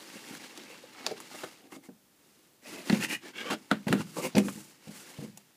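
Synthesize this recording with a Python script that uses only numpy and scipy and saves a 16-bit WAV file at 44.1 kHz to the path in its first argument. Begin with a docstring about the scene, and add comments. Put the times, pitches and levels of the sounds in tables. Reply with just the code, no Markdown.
"""Cardboard boxes on a wooden floor, close to a phone microphone in a small room with a faint steady noise.
First a light drag, stick-slip noise through the board's resonances, with faint snaps, thuds and strokes.
From 2.6 s firmer strokes follow one another; each rings the spot it rubs. From 2.9 to 4.6 s come the
strongest thuds (damped wall flexure and box modes) and snaps (short noise bursts), over a second drag.
A last light drag with a few weaker blows dies away."""
import sys
import numpy as np
from scipy import signal
from scipy.fft import rfft, irfft, next_fast_len
from scipy.io import wavfile
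from scipy.ndimage import map_coordinates

SR = 44100
rng = np.random.default_rng(int(sys.argv[2]) if len(sys.argv) > 2 else 0)


def inscribe(sig):
    """Save sig as 16-bit PCM at rate SR to the path in sys.argv[1].

    A 1-D sig is mono; a 2-D sig holds one channel per row.
    Samples are clipped to [-1, 1] before scaling.
    """
    pcm = np.round(np.clip(np.atleast_2d(sig).T, -1, 1) * 32767)
    wavfile.write(sys.argv[1], SR, pcm.astype(np.int16))


N = 245195  # samples


def amp(db):
    """Level to amplitude ratio: 20 dB is a factor of ten."""
    return 10 ** (np.asarray(db) / 20)


def unit(x):
    """Normalization to an rms value of 1."""
    return x / np.sqrt(np.mean(x ** 2) + 1e-20)


def along(points, hz):
    """Linear interpolation of (f/Hz, value) points on a logarithmic frequency axis."""
    f, value = np.transpose(points)
    return np.interp(np.log(hz + 1), np.log(f + 1), value)


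def wobble(rate):
    """Smooth random modulation: a spline through Gaussian knots, rate of them a second."""
    knots = rng.standard_normal(int(N * rate / SR) + 4)
    return map_coordinates(knots, [np.arange(N) * rate / SR])


def filtered(x, response):
    """Linear filtering: the spectrum is multiplied by a complex frequency response."""
    size = next_fast_len(len(x) + SR // 4)
    spectrum = rfft(x, size) * response(np.fft.rfftfreq(size, 1 / SR))
    return irfft(spectrum, size)[:len(x)]


def coloured(x, spectrum):
    """Minimum-phase filtering: the folded cepstrum gives the causal filter with this spectrum."""
    size = 4096
    level_db = along(spectrum, np.fft.rfftfreq(size, 1 / SR))
    cepstrum = irfft(np.log(amp(level_db)))
    fold = np.r_[1, np.full(size // 2 - 1, 2), 1, np.zeros(size // 2 - 1)]
    impulse_response = irfft(np.exp(rfft(cepstrum * fold)))
    return signal.fftconvolve(x, impulse_response)[:len(x)]


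def resonant(x, modes):
    """Modal superposition: parallel (f/Hz, width/Hz, level/dB) resonances of alternating sign."""
    def response(f):
        total = 0
        for k, (centre, width, db) in enumerate(modes):
            resonance = 1j * f * width / (centre * centre - f * f + 1j * f * width)
            total = total + (-1) ** k * amp(db) * resonance
        return total
    return filtered(x, response)


def add(track, s, sound):
    """Superposition: a sound is summed into the track from time s, in seconds."""
    part = track[max(round(s * SR), 0):][:len(sound)]
    part += sound[:len(part)]


def friction(catches, spread_db, share):
    """Stick-slip: fibres catch and let go at random, catches a second on average, over a smooth slide."""
    caught = rng.random(N) < catches / SR
    strength = rng.standard_normal(N) * amp(spread_db * np.minimum(rng.exponential(size=N), 4))
    # share is the part of the power that lies in the catches
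    return np.sqrt(share) * unit(caught * strength) + np.sqrt(1 - share) * rng.standard_normal(N)


def pressure(start, end):
    """Contact force of a stroke: a half sine to a power, pressing down and easing off."""
    return np.abs(np.sin(np.linspace(0, np.pi, round(end * SR) - round(start * SR)))) ** 1.4


# Long light drags over the board, each a list of points: t/s, rasp level/dB, hiss level/dB (relative)
DRAG_PATHS = [
    [(0.0, -52, -57.5), (0.228, -51, -56.5), (0.648, -53, -61.5), (0.766, -56.5, -64.5), (0.982, -55, -65),
     (1.218, -54, -62), (1.37, -52, -56), (1.59, -60, -67)],
    [(3.55, -66.5, -69), (3.812, -61, -67.5), (4.078, -58, -60.5), (4.23, -53, -50), (4.358, -58, -70),
     (4.51, -55.5, -51.5), (4.648, -59, -56.5), (4.76, -64.5, -67)],
    [(4.83, -59, -65.5), (4.918, -55.5, -57.5), (5.03, -54.5, -61), (5.094, -54.5, -55),
     (5.188, -56.5, -63), (5.328, -68, -73), (5.56, -73, -76)],
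]


def contact(lift_db_per_s=235, drag_wall_db=-3):
    """Incoherent addition: drags and strokes sum in power to the gains of rasp, wall rumble and hiss."""
    t, power = np.arange(N) / SR, np.zeros((3, N))
    for drag in DRAG_PATHS:
        s, rasp_db, hiss_db = np.transpose(drag)
        # the level falls off outside the drag, as it sets in or lifts off
        lift = lift_db_per_s * np.abs(t - np.clip(t, s[0], s[-1]))
        for layer, db in zip(power, (rasp_db, rasp_db + drag_wall_db, hiss_db)):
            layer += amp(np.interp(t, s, db) - lift) ** 2
    for start, end, db, wall_db, hiss_db, *_ in RUBBING_STROKES:
        for layer, over_db in zip(power, (0, wall_db, hiss_db)):
            add(layer, start, (amp(db + over_db) * pressure(start, end)) ** 2)
    return np.sqrt(power)


def crackle(centre_hz=2000, octaves=0.7, t60=0.014, spread_db=3, count=700):
    """Damped free vibration: flutes and torn fibres flick past as short grains, each of its own pitch."""
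    out, t = np.zeros(N), np.arange(SR // 40) / SR
    times = rng.uniform(0, N / SR, count)
    chances = np.clip(rng.standard_normal((count, 2)), -2, 2)
    for s, (pitch, size) in zip(times, chances):
        tone = np.sin(2 * np.pi * centre_hz * 2 ** (octaves * pitch) * t)
        add(out, s, tone * amp(spread_db * size - 60 * t / t60))
    return unit(out)


# Stiff resonances of the board: f/Hz, width/Hz, level/dB (relative)
BOARD_MODES = [(870, 46, 4), (1190, 65, 13), (1600, 90, -8), (2330, 70, 11), (2720, 50, 7),
               (4900, 1500, -9)]
# Spectral densities of the rasp, the wall's rumble and the fibre hiss: f/Hz, level/dB per Hz (relative)
RASP_SPECTRUM = [(350, -14), (560, 3), (680, 0), (850, 3.5), (1500, 2), (2500, 4.5), (3400, 0.5), (4800, 0),
                 (7000, -7), (12000, -34.5)]
RUMBLE_SPECTRUM = [(40, -40), (110, -11), (210, 0.5), (320, 4.5), (430, -4), (520, -2), (700, -27),
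                   (1300, -40.5)]
HISS_SPECTRUM = [(300, -87), (2500, -29), (5000, -4.5), (7000, 2.5), (10500, 0), (13000, -6), (15400, -7.5)]


def scraping(rasp_db=-1.0, ring_db=-9, rumble_db=-1.0, hiss_db=0.5, grit_db=-12, crackle_db=-8,
             judder_db=1.5):
    """Friction-excited vibration: sliding rasps, rings the board, hisses in its fibres and rumbles the wall."""
    force, wall, fibres = contact()
    grit = amp(grit_db) * friction(catches=99, spread_db=2.0, share=1.0)
    slide = friction(catches=1800, spread_db=3, share=0.17) + grit
    rasp = amp(rasp_db) * unit(coloured(slide, RASP_SPECTRUM))
    rasp += amp(ring_db) * unit(resonant(slide, BOARD_MODES))
    rasp += amp(crackle_db) * crackle()
    hiss = amp(hiss_db) * unit(coloured(slide, HISS_SPECTRUM))
    rumble = amp(rumble_db) * unit(coloured(rng.standard_normal(N) + grit, RUMBLE_SPECTRUM))
    judder = amp(judder_db * wobble(70))
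    return judder * (force * rasp + fibres * hiss + wall * rumble)


# Spectral density of the background noise: f/Hz, level/dB per Hz (relative)
QUIET_SPECTRUM = [(18, -47), (30, -5), (77, -13), (190, -9.5), (500, -17), (1140, -21.5), (13600, -25.5)]


def background(level_db=-64.5):
    """Stationary noise: Gaussian noise of fixed spectrum and level."""
    return amp(level_db) * unit(coloured(rng.standard_normal(N), QUIET_SPECTRUM))


# Reverberation time of the room: f/Hz, t60/s
ROOM_DECAY = [(120, 0.54), (400, 0.13), (2500, 0.17), (8000, 0.18), (15000, 0.093)]


def room(x, delay=.005, count=16):
    """Reverberation: noise tails decay fastest at the top; each equal stretch of sound gets a fresh one."""
    out, hop = np.zeros(N), N // count + 1
    for start in range(0, N, hop):
        hz, t, bins = signal.stft(rng.standard_normal(SR // 2), SR, nperseg=256)
        decay = amp(-60 * t / along(ROOM_DECAY, hz)[:, None])
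        tail = signal.istft(bins * decay, SR, nperseg=256)[1]
        echo = signal.fftconvolve(x[start:start + hop], tail / np.linalg.norm(tail))
        add(out, start / SR + delay, echo)
    return out


# Spectral density of a crack, to be shifted to each snap's centre: f/Hz, level/dB per Hz (relative)
CRACK_SPECTRUM = [(40, -39.5), (250, 3), (700, 0), (1700, -1), (2500, 6.5), (4500, -4.5), (7000, -6),
                  (12000, -29.5)]
CRACK_HZ = 2500  # centre of the unshifted spectrum
# Sharp contacts of edges and flaps:
# t/s, level/dB (relative), centre f/Hz of the crack, tick level/dB (relative), crack t60/s
EDGE_SNAPS = [(0.099, -38, 1900, -16, 0.05), (0.167, -35, 2370, -5, 0.03), (0.35, -33, 1500, -1, 0.03),
              (0.439, -39, 2600, -8, 0.05), (0.575, -33.5, 3600, -2, 0.02), (1.0645, -15, 4600, -7, 0.016),
              (1.113, -37, 4400, -4, 0.015), (1.202, -33.5, 1100, 4, 0.04), (1.435, -25, 1400, -7, 0.065),
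              (1.721, -38, 1200, -5, 0.05), (1.89, -41, 550, -22, 0.02), (2.897, -13.5, 1700, -16, 0.022),
              (2.925, -22.5, 2400, -26, 0.04), (2.946, -25, 2450, -24, 0.03),
              (3.501, -19.5, 1100, -13, 0.016), (3.507, -20, 1600, -8, 0.02), (3.53, -22, 1400, -9, 0.035),
              (3.713, -7.5, 1450, -16, 0.011), (3.869, -29, 900, -12, 0.025),
              (3.881, -20.5, 1700, -6, 0.018), (3.9265, -10, 1450, -9, 0.01),
              (4.006, -27.5, 1200, -8, 0.025), (4.352, -20.5, 4300, -24, 0.03),
              (4.367, -23, 2400, -14, 0.02), (4.381, -15.5, 2220, -2, 0.014), (4.483, -23, 1250, -13, 0.02),
              (5.374, -38.5, 6600, 7.5, 0.025)]


def snaps(rattle_t60=0.15, rattle_db=-20, attack=0.0004, scuff_db=-28, scuff_t60=0.038, ring_db=-9,
          crack_db=13, tick_db=9, crumple_db=2.2, damping_hz=6000):
    """Impulsive excitation: an edge scuffs and slaps; a crack and an uneven papery rattle ring the board."""
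    lead = .02  # s of scuff before the slap
    out, t = np.zeros(N), np.arange(SR // 5) / SR - lead
    after = np.maximum(t, 0)
    onset = 1 - np.exp(-after / attack)
    scuff = amp(scuff_db - 60 * np.abs(t) / scuff_t60)
    rattle = amp(rattle_db - 60 * after / rattle_t60)
    paper = rng.standard_normal(N) * amp(crumple_db * wobble(500))
    # soft fibre soaks up the top of the crack
    damping = signal.butter(3, damping_hz, fs=SR, output="sos")

    def even(x):
        """Normalization to unit energy."""
        return x / np.linalg.norm(x)

    for s, db, centre_hz, over_db, crack_t60 in EDGE_SNAPS:
        slap = (amp(-60 * after / crack_t60) + rattle) * onset
        burst = np.roll(paper, -round(s * SR))[:len(t)] * (slap + scuff)
        shifted = [(hz * centre_hz / CRACK_HZ, level) for hz, level in CRACK_SPECTRUM]
        crack = signal.sosfilt(damping, coloured(burst, shifted))
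        crack = even(crack + amp(ring_db) * resonant(crack, BOARD_MODES))
        tick = even(coloured(burst, HISS_SPECTRUM))
        add(out, s - lead, amp(db) * (amp(crack_db) * crack + amp(over_db + tick_db) * tick))
    return out


# Soft blows on a box wall: t/s, peak level/dB, settled f/Hz of the flexing wall,
# hollow tock level/dB (relative), rebound level/dB over the blow
WALL_BLOWS = [(0.156, -39, 270, -13, -34), (0.308, -35.5, 245, -22, -2), (0.578, -42, 300, -8, -8),
              (0.836, -42, 510, -7, -14), (1.066, -31, 390, -4, -5), (1.111, -28.5, 420, -6.5, -37),
              (1.342, -39, 308, 1, -12), (1.434, -31, 302, 9, -17), (1.721, -41, 327, -13, -25),
              (1.764, -39.5, 267, -9, -11), (1.887, -37, 240, -10, -33), (2.9, -16.5, 232, -15, -5),
              (2.928, -10, 225, -19, -20), (3.509, -24.5, 282, -4, -3), (3.716, -16, 261, -9, -22),
              (3.868, -20.5, 182, -12.5, -3.5), (3.904, -18, 161, -42, -20.5), (3.931, -13, 248, -13, -9.5),
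              (3.998, -22.5, 168, -38, -7.5), (4.179, -28.5, 300, -5, -6.5), (4.349, -20, 151, -7, 7),
              (4.379, -10.5, 240, -12, -10), (4.454, -24.5, 256, -37, -14.5),
              (4.556, -33.5, 215, -27, -3.5), (4.872, -37.5, 159, -14, 2.5),
              (5.186, -30.5, 139, -15.5, -9.5), (5.222, -30.5, 188, -18, -1)]


def blows(rebound_s=0.019, rebound_pitch=1.14):
    """Rebound: the wall springs back and meets each blow again, now stiffer and so higher in pitch."""
    hits = []
    for s, db, hz, tock_db, rebound_db in WALL_BLOWS:
        hits.append((s, db, hz, tock_db))
        hits.append((s + rebound_s, db + rebound_db, hz * rebound_pitch, tock_db))
    return hits


# Modes of the hollow box: nominal f/Hz, level/dB (relative), t60/s
BOX_MODES = [(138.9, -5.5, 0.53), (154, -19, 0.63), (202, 8.5, 0.1), (218.6, -2, 0.17), (365.3, -9.5, 0.21),
             (424, -2, 0.2), (493, 7.5, 0.038), (611, -2, 0.08), (770, -6, 0.28)]
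# Upper bending modes of a wall: nominal f/Hz, level/dB (relative)
TOCK_MODES = [(400, -6), (490, -4.5), (610, -4.5), (760, -8)]


def thuds(flex_t60=0.054, attack=0.0022, ring_db=-13, octaves=0.44, vary_db=1.5, stretch=0.062,
          relax=0.0014, tock_db=6, tock_t60=0.047, shudder_db=-15, shudder_t60=0.12):
    """Damped flexure: a bumped wall sinks in pitch as it relaxes and rings the box modes near its own pitch."""
    out, t = np.zeros(N), np.arange(SR // 2) / SR
    onset = 1 - np.exp(-t / attack)
    hz, db, t60 = np.transpose(BOX_MODES)[:, :, None]
    for s, peak_db, wall_hz, hollow_db in blows():
        level_chance, detune = rng.standard_normal((2, len(BOX_MODES), 1))
        bent_time = t + stretch * relax * (1 - np.exp(-t / relax))
        flex = np.sin(2 * np.pi * wall_hz * bent_time) * amp(-60 * t / flex_t60)
        # a firmer contact also wakes the wall's upper bending modes: a short hollow tock
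        tock = np.zeros(len(t))
        for (f, level), shift in zip(TOCK_MODES, detune[:, 0]):
            tock += amp(level) * np.sin(2 * np.pi * f * (1 + 0.032 * shift) * t)
        tock *= amp(hollow_db + tock_db - 60 * t / tock_t60)
        near = 1 / (1 + (np.log2(hz / wall_hz) / octaves) ** 2)
        decay = amp(db + vary_db * level_chance - 60 * t / t60)
        modes = near * decay * np.sin(2 * np.pi * hz * (1 + 0.0323 * detune) * t)
        # loose flaps shudder after the blow and roughen its body
        shudder = unit(coloured(rng.standard_normal(len(t)), RUMBLE_SPECTRUM))
        shudder *= amp(shudder_db - 60 * t / shudder_t60)
        blow = (flex - tock + shudder + amp(ring_db) * modes.sum(0)) * onset
        add(out, s, amp(peak_db) * blow / np.abs(blow).max())
    return out


# Single strokes, whose rasp, rumble and hiss enter through contact(): start t/s, end t/s,
# rasp level/dB (relative), then rumble, hiss and ring level/dB (relative to the rasp),
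# then nominal f/Hz of each resonance of the rubbed spot
RUBBING_STROKES = [ (0.192, 0.4, -53, -1, -3, -3, 850, 2200, 2500),
                   (0.629, 0.79, -55, -4, -7, 1.5, 480, 2240, 2500, 2680),
                   (0.906, 1.175, -52, -1, -10, 0, 770, 1290, 2240),
                   (1.266, 1.53, -54.5, -8, -2.5, -1, 800, 1240, 2140),
                   (1.58, 1.72, -66, 7, -8, 4, 450, 750),
                   (1.695, 1.786, -56.5, 2, -0.5, 3, 800, 1220, 2140),
                   (1.818, 1.887, -61.5, 2, -0.5, -1, 800, 2160), (2.063, 2.65, -70.5, 1, -1.5, -6, 370),
                   (2.605, 2.887, -48.5, 1, -4, -2, 620, 1990, 2550),
                   (2.807, 3.06, -43, 0.5, -5, -8, 1850, 2430),
                   (2.99, 3.078, -38, -3, -3.5, 3, 1800, 1990, 2500, 2770),
                   (3.072, 3.18, -40.5, -3.5, -2.5, 6, 1840, 2450, 2790, 2880),
                   (3.2, 3.335, -50, -2, -9, -1, 366, 1730, 2220),
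                   (3.325, 3.46, -46, -1, -10.5, 4.5, 1600, 2270, 2780, 3380),
                   (3.41, 3.53, -45, 1, -11, 5.5, 495, 1140, 1500, 2280, 3080),
                   (3.492, 3.56, -37, 2, -10, 1.5, 585, 860, 1320, 3220),
                   (3.865, 3.953, -44, 14, -10, -3, 600, 1180),
                   (3.96, 4.04, -46, -1.5, -5.5, 0, 840, 1400, 2800),
                   (4.152, 4.224, -44.5, 11, 0, 6, 513, 880, 1150),
                   (4.204, 4.296, -42, 9, 2, 4, 512, 996, 2160, 2730),
                   (4.345, 4.416, -40.5, 15, -5, 3, 350, 520, 2450),
                   (4.412, 4.523, -54, 16, 6, 2, 480, 1250, 2450),
                   (4.914, 5.076, -55.5, -15, 3.5, -10, 1400),
                   (5.145, 5.312, -58, 7, -2, -4.5, 470, 1040, 2250)]


def strokes(width_hz=55, loss=0.02, glide=0.035, judder_db=2.2, damping_db_per_hz=0.0012):
    """Local resonance: the catches of a swelling, juddering, fading stroke ring the spot that is rubbed."""
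    out = np.zeros(N)
    catches = friction(catches=600, spread_db=3.0, share=0.35) * amp(judder_db * wobble(120))
    for start, end, db, _, _, ring_db, *pitches in RUBBING_STROKES:
        # higher resonances are broader and ring more weakly
        modes = [(hz, width_hz + loss * hz, -damping_db_per_hz * hz) for hz in pitches]
        ring = resonant(catches[round(start * SR):round(end * SR)], modes)
        travel = np.linspace(0, 1, len(ring))
        # the contact moves toward a stiffer edge, so the ring rises a little
        ring = np.interp(travel + glide * travel * (travel - 1), travel, ring)
        add(out, start, amp(db + ring_db) * pressure(start, end) * unit(ring))
    return out


def scene():
    """Superposition of direct scrapes, snaps and thuds, their reverberation and the background."""
    scrape, snap, thud = scraping() + strokes(), snaps(), thuds()
    wet = room(amp(-14) * scrape + amp(-11) * thud + amp(-20.5) * snap)
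    return (scrape + thud + snap + wet + background())[None]


def record(dry, low_cut_hz=125, top_hz=15400):
    """Band limitation: the phone thins the bass and keeps nothing above its band limit."""
    high_pass = signal.butter(2, low_cut_hz, "high", fs=SR, output="sos")
    thin = signal.sosfilt(high_pass, dry[0])
    return filtered(thin, lambda hz: hz < top_hz)[None]


dry = scene()
out = record(dry)
inscribe(out)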